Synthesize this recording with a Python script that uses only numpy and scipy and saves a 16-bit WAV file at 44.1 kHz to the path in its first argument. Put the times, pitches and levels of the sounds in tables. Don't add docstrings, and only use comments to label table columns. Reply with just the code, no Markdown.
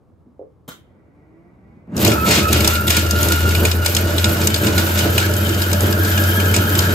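import sys
import numpy as np
from scipy import signal
from scipy.fft import rfft, irfft, next_fast_len
from scipy.io import wavfile
from scipy.ndimage import uniform_filter1d

SR = 44100
rng = np.random.default_rng(int(sys.argv[2]) if len(sys.argv) > 2 else 0)


def store_pcm(level_fs):
    pcm = np.round(np.clip(level_fs, -1, 1) * 32767).astype(np.int16)
    wavfile.write(sys.argv[1], SR, np.atleast_2d(pcm).T)


def boost_factor(decibels):
    exponent = np.asarray(decibels, float) / 20
    return 10 ** exponent


N = 306054
SIZE = next_fast_len(N)
T = np.arange(N) / SR
LOG_HZ = np.log(np.maximum(np.fft.rfftfreq(SIZE, 1 / SR), 1))
START_S, BLADE_S, SPIN_S = 1.874, 1.93, 1.9
SILENT_DB = -110

# [t/s, shaft turns f/Hz, shaft hum level/dB, gear whine level/dB]
MOTOR = [(1.9, 80.1, -70, -80), (2.1, 78.6, -40.5, -40), (2.17, 77, -20, -27.5), (2.33, 76.7, -28, -32),
         (2.39, 76.2, -25, -43), (2.45, 75.06, -21, -24.5), (2.56, 79.3, -16, -33),
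         (2.79, 79.64, -21.5, -30.5), (2.92, 81.4, -19, -34), (3.5, 84.17, -16, -31.5),
         (3.9, 86.3, -19.5, -35.5), (4.35, 87.1, -18, -31.5), (4.6, 88.4, -21, -31),
         (5.0, 88.3, -18, -29.5), (5.5, 90.4, -21, -28.5), (6.0, 90.9, -17.5, -28.5),
         (6.2, 91.7, -16.5, -25.5), (6.94, 91.35, -16.5, -25.5)]
# [start t/s, length t/s, crunch level/dB]
FLURRIES = [(1.96, 0.14, -15), (2.264, 0.11, -9.5), (2.53, 0.023, -11), (2.593, 0.15, -14),
            (2.885, 0.1, -11.5), (3.169, 0.16, -17.5), (3.388, 0.14, -19.5), (3.582, 0.079, -19),
            (3.84, 0.18, -18.5), (4.048, 0.22, -20), (4.287, 0.037, -15.5), (4.389, 0.032, -16.5),
            (4.637, 0.049, -17), (4.747, 0.29, -21), (5.141, 0.092, -18.5), (5.531, 0.16, -23),
            (5.825, 0.044, -20.5), (6.041, 0.026, -23), (6.24, 0.045, -18), (6.388, 0.058, -23),
            (6.503, 0.13, -42), (6.752, 0.14, -20)]
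# [t/s, change of level/dB]
LULLS = [
    (2.21, -1),
    (2.46, -0.5),
    (2.83, -1.5),
    (3.069, 1),
    (3.78, -4.5),
    (4.06, -3.5),
    (4.14, -2),
    (5.28, -2.5),
    (5.4, -0.5),
]
# [t/s, rumble level/dB]
TUMBLES = [(1.99, -22), (2.069, -13), (2.14, -17), (2.3, -14), (2.37, -16), (2.43, -21), (2.57, -17),
           (2.66, -18.5), (3.26, -17.5), (3.45, -21), (3.62, -17), (3.97, -25), (4.091, -19), (4.27, -18),
           (4.37, -22), (4.44, -21), (4.67, -17), (4.81, -18.5), (5.06, -16.5), (5.2, -26), (5.53, -36),
           (5.86, -19.5), (6.06, -36), (6.2, -35), (6.4, -29), (6.6, -20.5), (6.8, -17)]
# [t/s, peak level/dB, ring centre f/Hz, brightness level/dB]
CRACKS = [(2.0474, -3.5, 2450, -14), (2.0772, -12.5, 4660, -26), (2.3082, -3.5, 2120, -18),
          (2.393, -10, 2200, -34), (2.5286, -14.5, 6700, -2), (2.605, -11, 2420, -13),
          (2.645, -7.5, 3773, -20), (2.675, -8, 5470, -8), (2.8692, -21.5, 4975, -4),
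          (2.9038, -4.5, 3800, -17), (2.966, -2.5, 2270, -17), (3.1087, -11.5, 6700, -28),
          (3.3202, -9.5, 3740, -14), (3.6511, -4, 2700, -19.5), (3.714, -10.5, 2860, -22),
          (3.8597, -6, 2680, -13), (3.9483, -14.5, 6440, -13), (3.9658, -5, 3800, -21),
          (4.1809, -8, 3470, -29), (4.2422, -5, 3590, -27), (4.4716, -11.5, 7500, -10),
          (4.5424, -7, 4200, -33), (4.6677, -6.5, 2930, -33), (4.7792, -3.5, 2450, -22),
          (4.9898, -6.5, 2440, -26), (5.1787, -2.5, 2450, -18), (5.6185, -10, 4740, -39),
          (6.5397, -1, 2450, -38), (6.7515, -10.5, 3909, -17), (6.79, -10.5, 6277, -34.5)]
# [t/s, peak level/dB, ring centre f/Hz]
CHIPS = [(1.966, -24, 6830), (2.001, -23, 5040), (2.0607, -5, 2150), (2.1166, -5, 2180), (2.2623, -9, 2340),
         (2.2916, -22, 4300), (2.4274, -12, 2280), (2.4894, -14.5, 3930), (2.7531, -5, 2270),
         (3.188, -14.5, 2930), (3.2291, -10.5, 7380), (3.2856, -11, 6750), (3.5498, -6.5, 2520),
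         (3.8197, -18, 2980), (4.2924, -14, 3700), (4.368, -13.5, 2890), (4.8643, -12.5, 3011),
         (4.9739, -8.5, 2603), (5.2024, -17, 3786), (5.3374, -17, 7100), (5.3652, -18, 6760),
         (5.4669, -19, 3750), (5.491, -16.5, 7030), (5.7149, -14, 2846), (5.7302, -10.5, 5380),
         (5.8066, -16, 7890), (6.1754, -5, 2430), (6.2375, -13.5, 4623), (6.5119, -12, 2452),
         (6.5635, -9, 5230)]
# [t/s, peak level/dB, ring centre f/Hz]
MORE_CHIPS = [(1.9774, -21, 4650), (2.3515, -13, 6560), (2.571, -18, 3620), (2.88, -10, 3820),
              (3.063, -14.5, 2780), (3.4077, -25, 2774), (3.4376, -26, 3080), (3.491, -16.5, 5380),
              (3.5798, -22, 2890), (3.8471, -8.5, 2440), (4.0718, -20.5, 5350), (4.1056, -19, 2870),
              (4.5604, -12, 4420), (4.9467, -21, 2630), (5.0729, -19, 2910), (5.0978, -29, 2650),
              (5.3098, -18, 2990), (5.4477, -22, 6610), (5.5443, -21, 4710), (5.9257, -16.5, 4570),
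              (5.9773, -28, 2950), (6.0482, -12, 2820), (6.119, -14, 2878), (6.3515, -19, 2850),
              (6.3996, -8.5, 2450), (6.4565, -16, 3004), (6.6533, -19, 2450), (6.6991, -18.5, 3105),
              (6.8044, -15, 2910)]
# [f/Hz, density level/dB]
CRUNCH = [(800, -4), (1500, -2.5), (2200, 3), (3500, 1.5), (5500, -1), (8000, -0.5), (10000, -2),
          (13000, -30.5), (16000, -21)]
# [f/Hz, density level/dB]
BRUSH = [(5000, -1), (8000, -2.5), (10500, 6), (11700, 2), (12170, 9.5), (12700, 5.5), (13200, 1.5),
         (13620, 7), (13900, 2), (15000, 0), (15800, -4)]
# [f/Hz, width f/Hz, level/dB]
BOWL = [(2180, 18, -14), (2270, 43, 12), (2450, 103, 9), (2480, 37, 2), (2910, 210, 9.5), (3530, 560, 5),
        (3800, 840, 8), (4740, 210, 2), (4540, 420, 1), (5600, 2900, 8), (6700, 690, 3), (8170, 3900, 9)]
# [f/Hz, width f/Hz, level/dB]
GEARBOX = [(1258, 30, 8), (1314, 50, 10), (1417, 55, 7), (1524, 55, 6), (1590, 60, 4), (1672, 50, 9.5)]
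# [f/Hz, width f/Hz, level/dB]
HOUSING = [(108.7, 14, 0), (207.7, 19.2, 0.5), (289.3, 15, -5), (332.5, 24, -1.5), (402, 18.5, -8),
           (438, 18, -6), (594.4, 27, -5.5), (687, 68, -18), (930, 37, -21.5)]
# [f/Hz, density level/dB]
RUMBLE = [(18, -62), (30, -114), (57, -19), (91, 0.5), (146, -21), (327, -21), (1030, -21.5), (1480, -19),
          (2200, -31.5), (2860, -33), (4840, -120)]
# [t/s, pulse rate f/Hz, level/dB]
CREEP = [
    (.7, 111, -70),
    (.9, 122.3, -58.5),
    (1.22, 150, -54.5),
    (1.38, 166.7, -52.5),
    (1.54, 184.8, -54.5),
    (1.7, 201, -52),
    (1.9, 210.3, -56),
    (1.96, 214, -90),
]
# [f/Hz, width f/Hz, level/dB]
CREEP_MODES = [(188, 45, 20), (327, 21, 25.5), (696, 120, 9.5), (1340, 250, -5), (1950, 68, 6.5),
               (2290, 170, 1)]
# [t/s, peak level/dB]
SWITCH = [
    (0.678, -33.5),
    (0.686, -31.5),
]
# [f/Hz, level/dB, t60/s]
SWITCH_MODES = [(195, -2, 0.31), (1420, -8, 0.3), (2066, -1, 0.3), (3170, -8, 1.5), (3192, -4, 0.27),
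                (3768, -15, 0.41), (4237, -19, 0.49), (4592, -28, 1.0), (5949, -26, 5.0)]
# [f/Hz, level/dB]
SWITCH_SNAP = [(88, -30), (150, 2), (888, -11.5), (1420, -9), (2650, -22), (3100, -10), (4580, -22),
               (7620, -16.5), (9820, -24), (10600, -17), (16000, -22)]
# [f/Hz, width f/Hz, level/dB]
SWITCH_TAIL = [(1390, 220, -13), (2120, 260, -6), (3100, 190, -1), (3700, 500, -8)]
# [t/s, peak level/dB]
BUMPS = [
    (.085, -26),
    (0.257, -19),
    (.3, -40),
]
# [t/s, peak level/dB]
KNOCKS = [
    (0.393, -30),
    (0.413, -31),
]
# [f/Hz, level/dB, t60/s]
WOOD = [(314, -5.5, 0.73), (408, 0, 0.19), (446, -1, 0.36), (523, 10, 0.15), (586, -1, 0.11),
        (677, -6, 0.087)]
# [f/Hz, level/dB]
AIR = [(12, -61), (20, -35), (70, 1), (434, -13.5), (499, -14), (542, -19), (1000, -25), (1120, -24),
       (2080, -44), (13500, -55.5), (16000, -58)]
# [f/Hz, direct share, right port lag/rad, left minus right level/dB]
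PORTS = [(20, .995, 0, .6), (150, .98, 0, .4), (340, .86, 0, -.8), (700, .74, .5, -3.4),
         (1500, .3, 1.5, -.2), (2400, .35, .8, -.4), (4000, .4, .3, 1.7), (5200, .3, 0, 3.5),
         (6700, .45, .2, .3), (8200, .75, 1.75, -.5), (9100, .88, 2.75, 0), (9650, .92, 3.14, 0),
         (10200, .85, 3.65, 0), (11200, .76, 4.6, 0), (13400, .88, 6.28, 0), (14800, .72, 7.6, 0),
         (16300, .7, 9.1, 0)]
SCATTER_S = [
    (.0013, .0023, .0041, .0071, .0131),
    (.0011, .0029, .0037, .0079, .0119),
]


def rms_one(x):
    return x / np.sqrt(np.mean(x ** 2) + 1e-20)


def noise():
    return rng.standard_normal(N)


def in_time(rows):
    s, *columns = np.transpose(rows)
    return [np.interp(T, s, c) for c in columns]


def coloured(x, spectrum):
    hz, db = np.transpose(spectrum)
    gain = boost_factor(np.interp(LOG_HZ, np.log(hz), db))
    return rms_one(irfft(rfft(x, SIZE) * gain, SIZE)[:N])


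def drift(rate_hz):
    coarse = rng.standard_normal(SIZE)[:SIZE // 16 * 16].reshape(-1, 16).sum(axis=1)
    grid_hz = np.fft.rfftfreq(len(coarse), 16 / SR)
    slow = irfft(rfft(coarse) / (1 + (grid_hz / rate_hz) ** 2), len(coarse))
    return np.interp(np.arange(N) / 16 - .5, np.arange(len(slow)), rms_one(slow))


def resonate(x, hz, width_hz):
    r = np.exp(-np.pi * width_hz / SR)
    zeros = np.array([1, 0, -1]) * (1 - r * r) / 2
    poles = [1, -2 * r * np.cos(2 * np.pi * hz / SR), r * r]
    return signal.lfilter(zeros, poles, x + 1e-18)


def resonate_twice(x, hz, width_hz):
    return resonate(resonate(x, hz, width_hz), hz, width_hz)


def body(x, modes):
    return sum((-1) ** k * boost_factor(db) * resonate(x, hz, width_hz) for k, (hz, width_hz, db) in enumerate(modes))


def clicks_at(events_s, gains):
    clicks = np.full(N, 1e-18)
    clicks[np.round(np.asarray(events_s) * SR).astype(int)] = gains
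    return clicks


def fading(events_s, gains, t60_s, rise_s=.001):
    r = np.exp(-1 / (rise_s * SR))
    poles = np.poly([r, r, boost_factor(-60 / (t60_s * SR))])
    return signal.lfilter([(1 - r) ** 2], poles, clicks_at(events_s, gains))


def struck(events, modes, t60_share):
    s, db = np.transpose(events)
    clicks = clicks_at(s, boost_factor(db))
    out = 0
    for hz, level_db, t60_s in modes:
        r = boost_factor(-60 / (min(t60_s, .3) * t60_share * SR))
        w = 2 * np.pi * hz / SR
        ring = signal.lfilter([0, np.sin(w)], [1, -2 * r * np.cos(w), r * r], clicks)
        out = out + boost_factor(level_db) * ring
    return out


def grains(per_s, spread_db):
    sizes = boost_factor(spread_db * np.minimum(rng.exponential(1, N), 4.2)) * rng.choice([-1, 1], N)
    return rms_one(sizes * (rng.random(N) < per_s / SR))


def ramp(start_s, rise_s, drop_db):
    return drop_db * np.clip(1 - (T - start_s) / rise_s, 0, 1)


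def swells(centre_s, half_s, height, edge_s):
    coarse_s = np.arange(0, N, 64) / SR
    away = np.clip((np.abs(coarse_s[:, None] - centre_s) - half_s) / edge_s, 0, 9)
    return np.interp(T, coarse_s, (height * np.exp(-away ** 2)).sum(axis=1))


def add_power(base_db, power):
    return 10 * np.log10(boost_factor(base_db) ** 2 + power)


def load():
    since_4 = T - 4
    tumble_s, tumble_db = np.transpose(TUMBLES)
    tumbling = swells(tumble_s, 0, boost_factor(2 * tumble_db), edge_s=0.04)
    rumble_db = add_power(-22.5 + since_4, tumbling) + ramp(START_S, 0.086, -22.5)
    creep_db = np.where(T > SWITCH[0][0], -55.5 + 2.5 * np.minimum(T - START_S, 0), SILENT_DB)
    rumble_db = np.maximum(np.where(T > START_S, rumble_db, SILENT_DB), creep_db)

    lull_s, depth_db = np.transpose(LULLS)
    bite_db = swells(lull_s, 0, depth_db, edge_s=0.064) + ramp(START_S, 0.13, -52)
    bite_db = bite_db + np.where(T > START_S, 0, SILENT_DB)
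    start_s, length_s, db = np.transpose(FLURRIES)
    middle_s, half_s, edge_s = start_s + length_s / 2, length_s / 2, .012
    crunching = swells(middle_s, half_s, boost_factor(2 * db), edge_s)
    hissing = swells(middle_s, half_s, boost_factor(2 * (-19 + 0.64 * db)), edge_s)
    crunch_db = add_power(-24 + 0.3 * since_4, crunching) + bite_db
    late_db = ramp(BLADE_S, 0.033, -22)
    brush_db = add_power(-29.5 + 0.88 * since_4, hissing) + bite_db + late_db
    return rumble_db, crunch_db, brush_db


def chopping(crunch_db, brush_db):
    bits = grains(2500 * boost_factor(3.1 * drift(25)), spread_db=3.0) + 0.61 * noise()
    crunch = coloured(bits, CRUNCH) + boost_factor(-12.5) * rms_one(body(bits, BOWL))
    hiss = coloured(noise() * boost_factor(3.1 * drift(35)), BRUSH)
    return boost_factor(crunch_db - 8.5 + 4.05 * drift(61)) * crunch + boost_factor(brush_db + 0.74) * hiss


def cracks():
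    chip_trim_db, chip_bright_db = -3, -23
    small = [(s, db + chip_trim_db, hz, chip_bright_db) for s, db, hz in list(CHIPS) + list(MORE_CHIPS)]
    s, db, centre_hz, bright_db = np.transpose(list(CRACKS) + small)
    split_hz, rise_s = 2860, .0006
    lean_db = 5.5 * np.log2(centre_hz / split_hz)
    splinter = grains(9000, spread_db=3.0)
    broad = coloured(splinter, CRUNCH)
    dull = signal.sosfilt(signal.butter(3, split_hz, fs=SR, output="sos"), broad)
    sharp = signal.sosfilt(signal.butter(3, split_hz, "high", fs=SR, output="sos"), broad)

    out = dull * fading(s, boost_factor(db - 19.0 - lean_db), .024, rise_s)
    out += sharp * fading(s, boost_factor(db - 4 + lean_db), .007, 0.00035)
    out += sharp * fading(s, boost_factor(db - 30 + lean_db), .045, rise_s)
    out += broad * fading(s, boost_factor(db - 14.5), 0.16)
    out += coloured(splinter, BRUSH) * fading(s, boost_factor(db + bright_db + 10.5), 0.018, rise_s)
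    for hz, width_hz, level_db in BOWL:
        near_db = -18 * np.abs(np.log2(hz / centre_hz)) + 3.5 * rng.standard_normal(len(s))
        burst = (splinter + 1.5) * fading(s, boost_factor(db + level_db + near_db + 4.5), 0.007, .0002)
        out += resonate(burst, hz, width_hz)
    return out


def gears():
    shaft_hz, _, db = in_time(MOTOR)
    turn = 2 * np.pi * np.cumsum(shaft_hz * (1 + .010 * drift(7) + .02 * drift(90))) / SR
    teeth = 17.1 * turn
    throb = 1 + .5 * np.sin(turn)
    tooth = np.sin(teeth) * throb * boost_factor(3 * drift(25)) + 2.2 * noise()
    octave = boost_factor(-4.0 + 4.2 * drift(25)) * np.sin(2 * teeth)
    return boost_factor(db) * (0.99 * body(tooth, GEARBOX) + 0.59 * np.sin(teeth) + octave) * (T > SPIN_S)


def shaft():
    hz, db, _ = in_time(MOTOR)
    turn = 2 * np.pi * np.cumsum(hz * (1 + 0.011 * drift(7.3))) / SR
    return np.sqrt(2) * boost_factor(db - 1.2 + 0.99 * drift(30)) * np.sin(turn) * (T > SPIN_S)


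def housing(rumble_db):
    thuds = noise() * boost_factor(5.0 * drift(29)) + 1.62 * grains(150, spread_db=2.0)
    broad = coloured(noise(), RUMBLE)
    return boost_factor(rumble_db) * (boost_factor(-0.5) * rms_one(body(thuds, HOUSING)) + boost_factor(-7.0) * broad)


def halves():
    since_s = T - START_S
    boom = rms_one(resonate_twice(noise(), 189, 100))
    level_db = -16 + ramp(START_S, 0.095, -25) - 60 * np.maximum(since_s, 0) / 1.6
    return boom * (since_s > 0) * boost_factor(level_db)


def creep():
    hz, db = in_time(CREEP)
    pulse_count = np.floor(np.cumsum(hz * (1 + .002 * drift(4))) / SR)
    pulses = np.diff(pulse_count, prepend=0) * boost_factor(1.5 * drift(4))
    motor = rms_one(body(pulses + .002 * noise(), CREEP_MODES))
    stir = rms_one(resonate_twice(noise(), 130, 255))
    stir_gain = boost_factor(12 * (T - 1.56))
    return boost_factor(db) * (motor + stir_gain * stir)


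def switch():
    s, db = np.transpose(SWITCH)
    snap_envelope = fading(s, boost_factor(db + 5.5), 0.033) + fading(s, boost_factor(db - 13.5), 0.24)
    snap = coloured(noise(), SWITCH_SNAP) * snap_envelope
    tail = body(noise(), SWITCH_TAIL) * fading(s, boost_factor(db - 9.0), 0.5)
    return snap + tail + boost_factor(-16) * struck(SWITCH, SWITCH_MODES, t60_share=0.88)


def bumps():
    s, db = np.transpose(BUMPS)
    return resonate_twice(noise() * fading(s, boost_factor(db), .15), 208, 130)


def knocks():
    s, db = np.transpose(KNOCKS)
    puff = noise() * fading(s, boost_factor(db), 0.12)
    wood = boost_factor(-8) * struck(KNOCKS, WOOD, t60_share=0.83)
    hollow = signal.butter(3, [300, 760], "band", fs=SR, output="sos")
    return signal.sosfilt(hollow, puff + wood)


def room_air():
    mid, side = [coloured(noise(), AIR) * boost_factor(0.66 * drift(14)) for _ in range(2)]
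    return boost_factor(-53.5) * (mid + 0.48 * side * np.array([[1], [-1]]))


def ports(x, paths=1):
    size = next_fast_len(N + SR // 4)
    grid_hz = np.fft.rfftfreq(size, 1 / SR)
    hz, *columns = np.transpose(PORTS)
    share, lag, balance_db = [np.interp(grid_hz, hz, c) for c in columns]
    delays = np.exp(-2j * np.pi * grid_hz * paths * np.array(SCATTER_S)[:, :, None])
    gain = .62
    scatter = np.prod((delays - gain) / (1 - gain * delays), axis=1)
    side = np.array([[1], [-1]]) / 2
    heard = np.sqrt(share) * np.exp(1j * side * lag) + np.sqrt(1 - share) * scatter
    return irfft(rfft(x, size) * heard * boost_factor(side * balance_db), size)[:, :N]


def scene():
    rumble_db, crunch_db, brush_db = load()
    strikes = cracks() + gears()
    machine = chopping(crunch_db, brush_db) + shaft() + housing(rumble_db)
    small = halves() + creep() + switch() + bumps() + knocks()
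    short_paths = .1
    return ports(machine + small) + ports(strikes, short_paths) + room_air()


def merge(x):
    hz, _, z = signal.stft(np.array([x[0] + x[1], x[0] - x[1]]) / 2, SR, nperseg=2048)
    power = np.abs(z[:, :1024].reshape(2, 64, 16, -1)) ** 2
    band_db = 10 * np.log10(power.sum(axis=2) + 1e-20)
    treble_db = 10 * np.log10(power[:, 24:].sum(axis=(0, 1, 2)) + 1e-20)
    calm = np.diff(treble_db, prepend=0) < 6
    excess_db = uniform_filter1d(band_db[::-1] - band_db, size=2, axis=1)
    excess_db = uniform_filter1d(excess_db, size=2, axis=2)
    weak = (excess_db > 5.8) & calm & (hz[:1024:16, None] > 6000)
    z[:, :1024] *= ~np.repeat(weak, 16, axis=1)
    z[:, hz > 15760] *= ~calm
    mid, side = signal.istft(z, SR, nperseg=2048)[1][:, :N]
    return np.array([mid + side, mid - side])


def band_limit(x):
    return signal.sosfilt(signal.butter(12, 16510, fs=SR, output="sos"), x)


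def record(dry):
    rounded = 1.1 * np.tanh(dry / 1.1)
    cut = signal.sosfilt(signal.cheby2(14, 60, 16450, fs=SR, output="sos"), rounded)
    cut = signal.sosfilt(signal.butter(3, 42, "high", fs=SR, output="sos"), cut)
    return band_limit(merge(cut))


dry = scene()
out = record(dry)
store_pcm(out)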